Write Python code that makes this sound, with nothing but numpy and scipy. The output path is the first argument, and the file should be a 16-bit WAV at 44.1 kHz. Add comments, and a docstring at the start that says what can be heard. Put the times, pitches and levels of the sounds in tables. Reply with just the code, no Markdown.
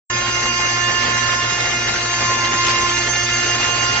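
"""Hand-fed steel grinding mill

Six beaters on a rotor sing like a siren, sagging a little under load. The shaft hums, air rushes
through the casing, grit rattles inside. Each siren tone swells and fades at two microphones as they
move through the open workshop's sound field. The sound cuts in at 0.1 s."""
import sys
import numpy as np
from scipy import signal
from scipy.fft import rfft, irfft, next_fast_len
from scipy.io import wavfile
from scipy.ndimage import uniform_filter1d, map_coordinates

SR = 44100
rng = np.random.default_rng(int(sys.argv[2]) if len(sys.argv) > 2 else 0)


def digitize_waveform(pressure):
    """Quantize a signal to 16-bit integers and store it at the path in sys.argv[1].

    Rows of a 2-D input are taken as channels; values are limited to [-1, 1].
    """
    field = np.atleast_2d(pressure).T
    bounded = np.clip(field, -1, 1)
    quanta = np.round(bounded * 32767).astype(np.int16)
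    wavfile.write(sys.argv[1], SR, quanta)


N = 176400
BEATERS, COARSE_STEPS = 6, 2000

# beater pass rate (time [s], rate [Hz])
BEATER_HZ = [(0.1, 353.4), (0.4, 353.1), (0.7, 352.1), (1.4, 351.7), (1.95, 351), (2.4, 349.2), (3, 350.5),
             (3.35, 350.7), (3.7, 351.7), (4, 352)]
# material flow (time [s], level [dB])
FEED_DB = [(.1, -4), (.6, -.5), (1.4, 0.5), (2, 0.5), (2.45, 1.4), (2.85, 0.5), (3.2, -0.2), (3.6, 1),
           (4, 0.5)]
# rotor hum (shaft harmonic [-], level [dB])
HUM_DB = [(1, -45), (2, -34.5)]

# noise spectra (frequency [Hz], relative density [dB])
AIR_SPECTRUM_DB = [(15,-16), (40,-3.5), (85,1), (175,-3.5), (280,-1), (520,3), (760,-3), (900,1.5),
                   (970,-4.5), (1060,0.5), (1600,0.5), (2000,0.5), (2600,-6), (3050,-6.5), (4000,-12),
                   (5800,-7), (6250,-18), (6600,-15.5), (7300,-10.5)]
GRIT_SPECTRUM_DB = [(200, -40.5), (600, -4.5), (1300, -2), (2000, 6.5), (3200, 1.5), (4400, -4),
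                    (5700, 0.5), (6150, -11), (6550, -20), (6900, -11.5), (7400, -4.5)]
CRUNCH_SPECTRUM_DB = [(200, -40), (600, -6), (1500, -7.5), (2400, -3.5), (3200, -1.5), (4300, -4),
                      (6000, -10), (7500, -28.5)]
# noise flicker (frequency [Hz], depth [dB])
FLICKER_DB = [(60, 2.5), (600, 2.5), (1500, 2.8), (3000, 4.2), (7000, 5)]
# steel resonances (centre [Hz], width [Hz], gain [dB])
CASING_MODES = [(814, 39, 5.5), (1383, 11, 11.5), (1880, 34, 5.5), (2540, 82, 8), (4085, 150, 12),
                (4250, 83, 11), (6100, 70, 0.5), (6930, 67, 8.5)]
# clumps falling in (time [s], half length [s], peak level [dB])
CLUMP_FALLS = [(2.48, .02, -29), (2.69, 0.085, -21)]
# repeat blows on a particle (delay [beater passes], share of first blow [-])
REPEAT_BLOWS = [(1, .22), (2, .24)]

# likeness of the channels (frequency [Hz], coherence [-])
COHERENCE = [(190, .999), (270, .85), (400, .2), (550, .05), (860, .5), (1200, .25), (2000, .22),
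             (2700, .42), (3700, .15), (7500, .12)]
# noise balance (frequency [Hz], left minus right [dB])
BALANCE_DB = [(200, 0), (900, 0), (1200, -.7), (1600, -2), (2000, -4.3), (2600, -5), (3100, -.5), (5700, 0),
              (6500, 3), (7300, 5)]
# phase between the channels (frequency [Hz], left lead [rad])
LEAD_RAD = [(350, 0), (600, .1), (700, 1), (800, 0), (2000, -.1), (2500, 1.4), (2900, 1.5), (3800, 2.2),
            (4560, 1.9), (4900, 2.2), (5300, 2), (5950, .9), (6300, 2), (7400, 4)]

# strong siren harmonics (time [s], left [dB], right [dB], left lead [rad])
HARMONIC_1 = [(0.15, -37, -36, -0.13), (0.55, -35.5, -37, -0.33), (1.25, -44, -43, 0.32),
              (2.95, -31.5, -33.5, -0.23), (3.1, -37, -36.5, 0.2), (3.6, -35, -35.5, 0.12),
              (3.95, -40, -67, 1.6)]
HARMONIC_3 = [(0.2, -28.5, -28.5, -0.2), (1.45, -27, -27.0, 0.21), (1.6, -37, -33, 0.2),
              (1.85, -39.5, -40.5, 0.0), (2.05, -31.5, -32, -0.0), (2.2, -30, -29.5, 0.0),
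              (2.27, -24.5, -24, 0.069), (2.9, -24.5, -21.5, -0.1), (3.03, -36, -32.0, 0.24),
              (3.4, -36, -35.5, -0.0), (3.65, -28, -28, 0.26), (3.9, -27, -27.0, 0.58)]
HARMONIC_4 = [(0.15, -32, -31.5, 0.4), (0.6, -28, -31.5, 3), (0.8, -30.5, -27, 3.5),
              (1.45, -32.5, -24.5, 1.7), (1.7, -28, -39, -0.2), (2.4, -33.5, -32, -0.5),
              (3.3, -35.5, -30.5, -0.2), (3.45, -27, -31, 1.5), (3.6, -37, -30, -5.5),
              (3.95, -38, -21.5, -3.5)]
HARMONIC_5 = [(0.15, -40, -23.5, -0.07), (0.35, -34, -38.5, -0.61), (0.75, -37, -22, -0.57),
              (1.45, -34.5, -22.5, -0.86), (1.7, -32, -37, -0.33), (2.15, -31, -28, -1.1),
              (2.65, -24, -39, -1.5), (2.8, -32, -30, -1.3), (3.45, -26, -28.5, 0.96),
              (3.8, -44, -28, -0.1), (3.95, -39, -26.5, 0.63)]
HARMONIC_6 = [(0.15, -50, -27.5, -7), (0.65, -40, -25, -2), (1.4, -46, -29, 2.5), (1.75, -41, -24, -1),
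              (2.15, -34.5, -30, -0.5), (2.6, -33.5, -25, -1), (3.95, -40, -30.5, 1.5)]
HARMONIC_8 = [(0.15, -50, -26.5, 3.1), (0.5, -33, -25, 1.6), (0.95, -30, -22.8, 1.55),
              (1.45, -34, -28, 1.7), (2.05, -30.5, -32, 1.24), (2.6, -32.5, -28, 1.3),
              (3.3, -30.5, -25, 1.5), (3.75, -30, -22.5, 1.3)]
# swelling harmonics, no steady direction (time [s], left [dB], right [dB])
HARMONIC_2 = [(0.15, -41.5, -46), (0.8, -34, -50), (1.7, -33.5, -40), (2.1, -35, -36), (2.55, -54, -41),
              (2.9, -35.5, -40), (3.95, -34, -42.5)]
HARMONIC_13 = [(0.15, -39, -41), (0.55, -29, -30), (1.4, -41, -34.5), (1.7, -42, -40), (2.15, -30.5, -31.5),
               (3, -30.5, -39), (3.95, -32, -33.5)]
HARMONIC_18 = [(0.15, -28.5, -39.5), (0.65, -28.5, -37.5), (1.6, -32, -32), (2.7, -26.5, -31),
               (3.05, -34, -25), (3.9, -31, -26)]
# steadier harmonics (beater rate multiple, rounded for pitch [-], left [dB], right [dB])
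STEADY_HARMONICS = [(6.9,-43,-34.5), (8.9,-41,-37.5), (10,-36.5,-43.5), (11,-41,-36), (14,-38,-34.5),
                    (15.1,-35,-38), (15.8,-41,-42), (17.4,-37.5,-33), (18.7,-38.5,-40), (20.4,-43.5,-42.5),
                    (21.46,-38.5,-41)]

MEAN_BEATER_HZ = np.mean(BEATER_HZ, axis=0)[1]


def amp(db):
    return 10 ** (np.asarray(db) / 20)


def unit_rms(x):
    return x / np.sqrt(np.mean(np.abs(x) ** 2) + 1e-20)


def at_hz(table, hz):
    """Table lookup on a log frequency axis."""
    table_hz, values = np.transpose(table)
    return np.interp(np.log(hz + 1), np.log(table_hz + 1), values)


def curves(table):
    """Per-sample curve for each column after the time."""
    time_s, *columns = np.transpose(table)
    return np.array([np.interp(np.arange(N) / SR, time_s, column) for column in columns])


def drift(knots_per_s):
    """Smooth random curve in coarse steps."""
    knots = rng.standard_normal(COARSE_STEPS)
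    return map_coordinates(knots, [np.linspace(0, N / SR, COARSE_STEPS) * knots_per_s + 2], mode="wrap")


def per_sample(steps):
    return np.interp(np.arange(N), np.linspace(0, N, COARSE_STEPS), steps)


def wobble(knots_per_s):
    return per_sample(drift(knots_per_s))


def flutter(knots_per_s):
    """Random amplitude and phase in coarse steps; rms 1."""
    return unit_rms(drift(knots_per_s) + 1j * drift(knots_per_s))


def filtered(x, response):
    size = next_fast_len(N + SR // 2)
    return irfft(rfft(x, size) * response(np.fft.rfftfreq(size, 1 / SR)), size)[..., :N]


def flicker(pair):
    """Narrow bands waver in level, each on its own."""
    hz, _, bands = signal.stft(pair, SR, nperseg=512)
    field = uniform_filter1d(rng.standard_normal(bands.shape[1:]), size=3, axis=0)
    field = uniform_filter1d(field, size=7, axis=1)
    gain_db = at_hz(FLICKER_DB, hz)[:, None] * np.minimum(unit_rms(field), 1)
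    return signal.istft(bands * amp(gain_db), nperseg=512)[1][:, :N]


def spread(pair, spectrum_db):
    """Two independent noises, coloured and placed between the microphones; rms 1."""
    def colour(hz):
        mix_rad = np.arccos(np.clip(at_hz(COHERENCE, hz), -1, 1)) / 2
        return amp(at_hz(spectrum_db, hz)) * [np.cos(mix_rad), np.sin(mix_rad)]

    def place(hz):
        half = np.array([[.5], [-.5]])
        return amp(at_hz(BALANCE_DB, hz)) ** half * np.exp(1j * half * at_hz(LEAD_RAD, hz))

    mid, side = filtered(pair, colour)
    return unit_rms(filtered(np.array([mid + side, mid - side]), place))


def rotor_hum(beater_rad, waver_db=3, stand_hz=239.6, stand_db=-41.5):
    """The unbalanced rotor hums and shakes the stand's resonance; mono."""
    shaft = np.zeros(N)
    for order, level_db in HUM_DB:
        gain = amp(level_db + waver_db * np.tanh(wobble(26)))
        shaft += gain * unit_rms(np.cos(round(order) * beater_rad / BEATERS + rng.uniform(0, 2 * np.pi)))
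    stand = np.real(per_sample(flutter(22)) * np.exp(2j * np.pi * stand_hz * np.arange(N) / SR))
    return shaft + amp(stand_db) * unit_rms(stand)


def casing(x):
    """The steel housing lifts a few narrow bands; rms 1."""
    def response(hz):
        return amp(sum(db / (1 + (2 * (hz - centre) / width) ** 2) for centre, width, db in CASING_MODES))
    return unit_rms(filtered(x, response))


def air_rush(beater_rad, feed_db, level_db=-24.5, churn_db=2.0, chop_depth=.32, feed_share=.49):
    """Turbulent air, chopped by the beaters, louder under load."""
    chopped = flicker(rng.standard_normal((2, N))) * (1 + chop_depth * np.cos(beater_rad))
    gain = amp(level_db + feed_share * feed_db + churn_db * wobble(36))
    return gain * casing(spread(chopped, AIR_SPECTRUM_DB))


def ticks(spectrum_db, size_db, hits_per_s=800, t60_s=.0063):
    """Fine particles patter on steel as noise bursts; rms 1."""
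    t = np.arange(SR // 10) / SR
    hits = (rng.random(N) < hits_per_s / SR) * amp(size_db * np.minimum(rng.exponential(size=N), 3))
    energy = signal.fftconvolve(hits ** 2, amp(-60 * t / t60_s) ** 2)[:N]
    bursts = np.sqrt(np.abs(energy)) * rng.standard_normal((2, N))
    return spread(flicker(bursts), spectrum_db)


def pings(size_db, hits_per_s=260, centre_hz=2200, reach_oct=1.5, t60_s=.055):
    """Each coarse piece rings the casing at its own pitch; rms 1."""
    t = np.arange(SR // 25) / SR
    onset, pitch, size, *phases = rng.random((int(hits_per_s * N / SR), 5)).T[..., None]
    offset = 2 * pitch - 1
    hz = centre_hz * 2 ** (reach_oct * offset * np.abs(offset) ** .5)
    envelope = amp(size_db * np.minimum(-np.log(1 - size), 2) - 60 * t / t60_s)
    samples = ((onset * N).astype(int) + np.arange(len(t))).ravel()
    rings = [envelope * np.sin(2 * np.pi * (hz * t + cycles)) for cycles in phases]
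    return unit_rms(np.array([np.bincount(samples, ring.ravel(), N)[:N] for ring in rings]))


def restruck(x):
    """Repeat blows at the beater rate turn rattle into buzz; rms 1."""
    def comb(hz):
        pass_rad = 2 * np.pi * hz / MEAN_BEATER_HZ
        return 1 + sum(share * np.exp(-1j * pass_rad * passes) for passes, share in REPEAT_BLOWS)
    return unit_rms(filtered(x, comb))


def grit(feed_db, surge_db=4.0, fine_db=-27.5, coarse_db=-31.5):
    """Fine and coarse pieces rattle in uneven surges; falling clumps crunch."""
    t = np.arange(N) / SR
    flow = amp(feed_db + surge_db * np.tanh(wobble(38)))
    fine = amp(fine_db) * restruck(ticks(GRIT_SPECTRUM_DB, size_db=2))
    coarse = amp(coarse_db) * restruck(pings(size_db=5))
    clumps = sum(amp(db) * np.exp(-((t - time_s) / half_s) ** 2) for time_s, half_s, db in CLUMP_FALLS)
    return flow * (fine + coarse) + clumps * ticks(CRUNCH_SPECTRUM_DB, size_db=2.2)


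def siren_tone(beater_rad, level_db, lead_rad, order):
    """One harmonic; turbulence smears higher ones more, and differently at each microphone."""
    def roughness():
        smear = (.2 + .034 * order) * flutter(28)
        skirt = .033 * order * flutter(140)
        return smear + skirt

    coherence = np.clip(at_hz(COHERENCE, order * MEAN_BEATER_HZ), 0, 1)
    shared = np.sqrt(coherence) * roughness()
    separate = np.sqrt(1 - coherence) * np.array([roughness(), roughness()])
    envelope = np.array([per_sample(1 + shared + channel) for channel in separate])
    phase_rad = order * beater_rad + rng.uniform(0, 2 * np.pi) + lead_rad * np.array([[.5], [-.5]])
    tone = np.real(envelope * np.exp(1j * phase_rad))
    # unequal beaters: a pulse per turn and per second beater
    pulses = sum(np.cos(beater_rad / passes + rng.uniform(0, 2 * np.pi)) for passes in (BEATERS, 2))
    return amp(level_db) * unit_rms(tone * (1 + .011 * order * pulses))


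def siren(beater_rad, drift_db=2.6, wander_rad=.76):
    """Beaters pass the toothed ring and sound harmonics of their rate."""
    def wandering_lead(order):
        return at_hz(LEAD_RAD, order * MEAN_BEATER_HZ) + wander_rad * wobble(2.51)

    strong = {1: HARMONIC_1, 3: HARMONIC_3, 4: HARMONIC_4, 5: HARMONIC_5, 6: HARMONIC_6, 8: HARMONIC_8}
    swelling = {2: HARMONIC_2, 13: HARMONIC_13, 18: HARMONIC_18}
    tones = np.zeros((2, N))
    for order, table in strong.items():
        *level_db, lead_rad = curves(table)
        tones += siren_tone(beater_rad, level_db, lead_rad, order)
    for order, table in swelling.items():
        tones += siren_tone(beater_rad, curves(table), wandering_lead(order), order)
    for multiple, left_db, right_db in STEADY_HARMONICS:
        level_db = drift_db * np.tanh([wobble(8.3), wobble(9)]) + [[left_db], [right_db]]
        tones += siren_tone(beater_rad, level_db, wandering_lead(multiple), round(multiple))
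    return tones


def scene(jitter_hz=.25):
    """One rotor drives siren, hum and chop; more feed raises rush and rattle."""
    beater_hz = curves(BEATER_HZ)[0] + jitter_hz * wobble(20)
    beater_rad = 2 * np.pi * np.cumsum(beater_hz) / SR
    feed_db = curves(FEED_DB)[0]
    return siren(beater_rad) + rotor_hum(beater_rad) + air_rush(beater_rad, feed_db) + grit(feed_db)


def record(dry, start_s=.1, rise_s=.002, cutoff_hz=7520, edge_hz=100):
    """Abrupt cut-in, steep low-pass."""
    gate = np.clip((np.arange(N) / SR - start_s) / rise_s + .5, 0, 1)
    return filtered(dry * gate, lambda hz: np.clip((cutoff_hz - hz) / edge_hz + .5, 0, 1))


dry = scene()
out = record(dry)
digitize_waveform(out)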